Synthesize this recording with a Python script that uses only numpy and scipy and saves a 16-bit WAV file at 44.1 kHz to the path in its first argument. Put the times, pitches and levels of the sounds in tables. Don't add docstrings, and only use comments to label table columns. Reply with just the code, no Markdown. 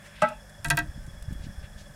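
import sys
import numpy as np
from scipy import signal
from scipy.fft import rfft, irfft
from scipy.io import wavfile

SR = 44100
rng = np.random.default_rng(int(sys.argv[2]) if len(sys.argv) > 2 else 0)


def int16_out(signal):
    q = np.round(np.clip(np.atleast_2d(signal).T, -1, 1) * 32767)
    wavfile.write(sys.argv[1], SR, q.astype(np.int16))


N = 85995
T = np.arange(N) / SR


# t/s, ring level/dB, tilt/(dB/octave), crack level/dB, snap level/dB, snap f/Hz, boom level/dB
KNOCKS = [(0.6460, -9.5, 0, -9, -9.5, 9900, -7), (0.7020, -1, 0.93, 2.5, -0.5, 9500, 0.5),
          (0.7721, -2, -1, -5, -7, 14150, -5), (0.7890, -9.5, -1, -8, -10.5, 14100, -6.5)]
# f/Hz, relative level/dB, T60/s
PANEL_MODES = [(308, -29.5, 0.19), (690, -24.8, 0.15), (925, -22.3, 0.088), (1324, -23.9, 0.1),
               (1538, -31.4, 0.119), (1592, -14, 0.085), (1826, -28.5, 0.09), (1947, -19, 0.09),
               (2340, -23.9, 0.038), (2424, -41.3, 0.116), (2543, -27.1, 0.085), (2598, -18.5, 0.025),
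               (2728, -22.9, 0.037), (3132, -33.1, 0.051), (3270, -33.7, 0.085), (3308, -27.3, 0.049),
               (3656, -31.5, 0.037), (3915, -27.5, 0.058), (4325, -28.5, 0.04), (4510, -28, 0.035)]
# f/Hz, relative level/dB
CRACK_SPECTRUM = [(300, -6.5), (1100, -6.5), (1700, 6.5), (2150, -12.5), (2650, 7.5), (3030, -8),
                  (3300, -1), (4400, -3), (5200, -1), (6500, 2), (8000, -7.5), (9700, 1), (12500, -7),
                  (16000, -30)]
# f/Hz, T60/s
CRACK_DECAY = [(1000, 0.21), (2600, 0.049), (5000, 0.052), (9000, 0.029), (15000, 0.026)]

def knocks():
    out = np.zeros(N)
    crack = burst(CRACK_SPECTRUM, CRACK_DECAY)
    boom = ring(hz=145, rise_s=0.013, hold_s=0.041, t60=0.052)
    for s, ring_db, tilt, crack_db, snap_db, snap_hz, boom_db in KNOCKS:
        add(out, s, amp(snap_db - 0.5) * snap(snap_hz))
        add(out, s, amp(crack_db - 22.5) * crack)
        for hz, db, t60 in PANEL_MODES:
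            slow = np.sqrt(1000 / hz)
            mode = ring(hz, rise_s=0.0057 * slow, hold_s=0.0038 * slow, t60=t60)
            add(out, s, amp(ring_db + db + tilt * np.log2(hz / 1000)) * mode)
        add(out, s, amp(boom_db - 24) * boom)
    return out


# f/Hz, relative level/dB
SNAP_SPECTRUM = [(1000, -9.5), (3000, -1), (4500, -13), (7500, 0.5), (10000, 1), (12500, -2), (14200, -4),
                 (16000, -11)]

def snap(peak_hz, peak_db=9, width_hz=980, size=512):
    hz = np.fft.rfftfreq(size, 1 / SR)
    gain = amp(read(SNAP_SPECTRUM, hz) + peak_db * np.exp(-((hz - peak_hz) / width_hz) ** 2))
    log_gain = np.log(np.r_[gain, gain[-2:0:-1]])
    click = np.fft.ifft(np.exp(signal.hilbert(log_gain)).conj()).real
    return click / np.linalg.norm(click)


# t/s, level/dB, level change one octave from 750 Hz/dB
BUMPS = [(0.2190, 0, 0), (0.2866, -26.5, 2), (0.3038, -19.5, -10.5)]
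# f/Hz, relative level/dB, T60/s, hold/s
ENCLOSURE_MODES = [(182, -22.5, 0.085, 0.006), (238, -31.5, 0.3, 0.006), (603, -31.6, 0.25, 0.021),
                   (617, -17.5, 0.042, 0.026), (672, -30.1, 0.103, 0.018), (849, -21.3, 0.14, 0.021),
                   (895, -36, 0.27, 0.017), (1086, -34.9, 0.034, 0.025), (1243, -24.1, 0.016, 0.011),
                   (1281, -19.7, 0.105, 0.012), (1313, -25, 0.1, 0.04), (1401, -35.7, 0.097, 0.024),
                   (1468, -34, 0.08, 0.012), (1527, -27.3, 0.128, 0.016), (1595, -27.3, 0.155, 0.017),
                   (1973, -30.9, 0.095, 0.025), (2030, -39.5, 0.044, 0.033), (2224, -39.6, 0.064, 0.031),
                   (2484, -37.8, 0.102, 0.013), (2675, -30.6, 0.102, 0.003)]
# f/Hz, relative level/dB
CONTACT_SPECTRUM = [(150, -11), (400, -7), (700, -23.5), (1400, 5.5), (1850, -9.5), (2650, -11.5),
                    (3300, -8.5), (6200, -17), (8000, -12.5), (11000, -23.5), (15500, -50)]
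# f/Hz, T60/s
CONTACT_DECAY = [(500, 0.25), (2600, 0.14), (5000, 0.065), (12000, 0.069)]

def bumps():
    out = np.zeros(N)
    for s, db, curve_db in BUMPS:
        for hz, mode_db, t60, hold_s in ENCLOSURE_MODES:
            rise_s = 0.0013 * np.sqrt(1000 / hz)
            gain = amp(db + mode_db + curve_db * np.log2(hz / 750) ** 2)
            add(out, s, gain * ring(hz, rise_s, hold_s, t60))
    add(out, BUMPS[0][0], amp(-27) * burst(CONTACT_SPECTRUM, CONTACT_DECAY))
    return out


def ring(hz, rise_s, hold_s, t60):
    travel_s = 0.00188 * np.sqrt(1000 / hz)
    t = np.maximum(T[:SR // 2] - travel_s, 0)
    decay = 1e-3 ** (np.maximum(t - hold_s, 0) / t60)
    return np.sin(2 * np.pi * hz * t) * (1 - np.exp(-t / rise_s)) * decay


def burst(spectrum, t60s, size=22050, count=12):
    hz, centres = np.fft.rfftfreq(size, 1 / SR), np.geomspace(150, 16000, count)
    bins = rfft(coloured(spectrum)[:size])
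    out = np.zeros(size)
    for centre, share in zip(centres, np.eye(count)):
        band = irfft(bins * read(list(zip(centres, share)), hz), size)
        out += band * 1e-3 ** (T[:size] / read(t60s, centre))
    return out


# t/s, level/dB
GRIP_ENVELOPE = [(0, -70), (.55, -68), (.68, -37.5), (.85, -42), (1.02, -43), (1.25, -50.5), (1.33, -42),
                 (1.49, -39), (1.56, -43), (1.7, -51.5), (1.83, -52.5), (1.95, -50.5)]
# f/Hz, relative level/dB
RUMBLE_SPECTRUM = [(15, 3), (35, 7.5), (100, -3.5), (200, -4), (300, -23.5), (500, -28.5), (1200, -39),
                   (4000, -42), (16000, -49)]
# t/s, level/dB, f/Hz
THUDS = [(0.601, -37, 79.4), (0.856, -40, 91), (0.895, -26, 56.3), (0.964, -32, 80.1), (0.979, -30.5, 160),
         (0.989, -33.5, 45), (1.056, -31, 38.7), (1.079, -38.5, 192), (1.086, -30, 93),
         (1.179, -35.5, 49.5), (1.227, -31.5, 42.7), (1.286, -22.5, 92), (1.31, -29.5, 196),
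         (1.326, -26, 132), (1.355, -37, 195), (1.365, -29.5, 48), (1.409, -31.5, 65.5),
         (1.443, -31.5, 123), (1.469, -28, 172), (1.491, -33.5, 84.6), (1.586, -27.5, 60),
         (1.644, -30.5, 74.4), (1.764, -34.5, 58), (1.819, -37.5, 65)]

def handling(thud_cycles=0.31):
    grip = amp(np.interp(T, *np.transpose(GRIP_ENVELOPE)))
    out = grip * waver(db=2.5) * coloured(RUMBLE_SPECTRUM)
    for s, db, hz in THUDS:
        cycles = (T - s) * hz
        out += amp(db) * np.cos(2 * np.pi * cycles) * np.exp(-.5 * (cycles / thud_cycles) ** 2)
    return out


# t/s, duration/s, level/dB, centre f/Hz, width/octaves
NOISE_SWELLS = [(0.067, 0.044, -57.5, 6130, 0.63), (0.042, 0.44, -56, 1800, 0.59),
                (0.222, 0.16, -49.5, 2360, 0.61), (0.291, 0.14, -51, 2580, 0.066),
                (0.672, 0.029, -50, 8300, 0.28), (0.752, 0.01, -55, 9900, 2.2),
                (1.294, 0.049, -60, 784, 0.73), (1.441, 0.048, -52, 3340, 0.79),
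                (1.648, 0.042, -53.5, 1860, 0.77), (1.806, 0.12, -60, 3840, 0.86)]

def rustles_and_after_ring():
    out = np.zeros(N)
    for s, length, db, hz, octaves in NOISE_SWELLS:
        band = noise(lambda f: np.exp(-.5 * (np.log2((f + 1) / hz) / octaves) ** 2))
        out += amp(db) * np.exp(-(2 * (T - s) / length) ** 2) * waver(db=2.5) * band
    return out


# t/s, level/dB, T60/s
TICKS = [(0.219, -43, 0.0094), (0.2867, -44, 0.04), (0.4951, -51, 0.0435), (0.6583, -34, 0.012),
         (0.6841, -36.5, 0.031), (0.7124, -28.5, 0.011), (1.065, -51, 0.039), (1.225, -43.5, 0.022),
         (1.3287, -49, 0.049)]

def ticks(strays_per_s=22):
    onsets = rng.random(N) < strays_per_s / SR
    stray_db = -68 + 2 * np.minimum(rng.exponential(1, N), 2)
    out = signal.fftconvolve(onsets * amp(stray_db), tick(t60=0.0207))[:N]
    for s, db, t60 in TICKS:
        add(out, s, amp(db) * tick(t60))
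    return out


# f/Hz, relative level/dB
TICK_SPECTRUM = [(1000, -12), (5500, -12), (8800, -7.5), (11500, -11), (16000, -27)]

def tick(t60):
    return amp(-60 * T / t60) * coloured(TICK_SPECTRUM)


# f/Hz, T60/s
ROOM_DECAY = [(150, 0.44), (800, 0.14), (2600, 0.19), (6000, 0.13), (14000, 0.045)]

def room(x, delay_s=0.012, level_db=-21):
    tail = burst([(20, 0), (20000, 0)], ROOM_DECAY)
    out = np.zeros(N)
    add(out, delay_s, signal.fftconvolve(x, tail / np.linalg.norm(tail)))
    return amp(level_db) * out


# f/Hz, rms level/dB
HUM_HARMONICS = [(50, -63), (100, -61), (150, -59.5), (200, -60)]
# f/Hz, width/Hz, rms level/dB
HISS_RESONANCES = [(578.6, 58, -61), (1547, 17, -66.5), (1709, 110, -60), (3375, 104, -64),
                   (5289, 490, -66), (9360, 120, -71.5)]
# f/Hz, relative level/dB
HISS_SPECTRUM = [(15, -36), (40, 3), (52, -1), (78, -19), (200, -14.5), (290, -24), (480, -24),
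                 (700, -19.5), (1000, -24), (1800, -24), (2700, -33.5), (4300, -38), (7500, -32),
                 (11000, -36), (15600, -47), (16500, -69)]

def background():
    hum = sum(amp(db) * unit(np.sin(2 * np.pi * (hz * T + rng.random()))) for hz, db in HUM_HARMONICS)
    whir = sum(amp(level) * waver(db=2) * noise(lambda f: 1 / (1 + 2 * ((f - hz) / width) ** 2))
               for hz, width, level in HISS_RESONANCES)
    return hum + whir + amp(-52.5) * coloured(HISS_SPECTRUM)


def waver(db, flutter_hz=24.2):
    return unit(amp(db * noise(lambda f: 1 / (1 + (f / flutter_hz) ** 4))))


def noise(gain):
    return unit(irfft(rfft(rng.standard_normal(N)) * gain(np.fft.rfftfreq(N, 1 / SR)), N))


def coloured(spectrum):
    return noise(lambda f: amp(read(spectrum, f)))


def read(points, hz):
    f, value = np.transpose(points)
    return np.interp(np.log(hz + 1), np.log(f + 1), value)


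def amp(db):
    return 10 ** (np.asarray(db) / 20)


def unit(x):
    return x / np.sqrt(np.mean(x ** 2) + 1e-20)


def add(mix, s, sound):
    part = mix[max(round(s * SR), 0):][:len(sound)]
    part += sound[:len(part)]


def scene():
    hits = bumps() + knocks() + ticks()
    return (hits + room(hits) + handling() + rustles_and_after_ring() + background())[None]


def record(dry, cutoff_hz=16300):
    lowpass = signal.firwin(401, cutoff_hz, window=("kaiser", 9), fs=SR)
    return signal.oaconvolve(dry, lowpass[None], "same")


dry = scene()
out = record(dry)
int16_out(out)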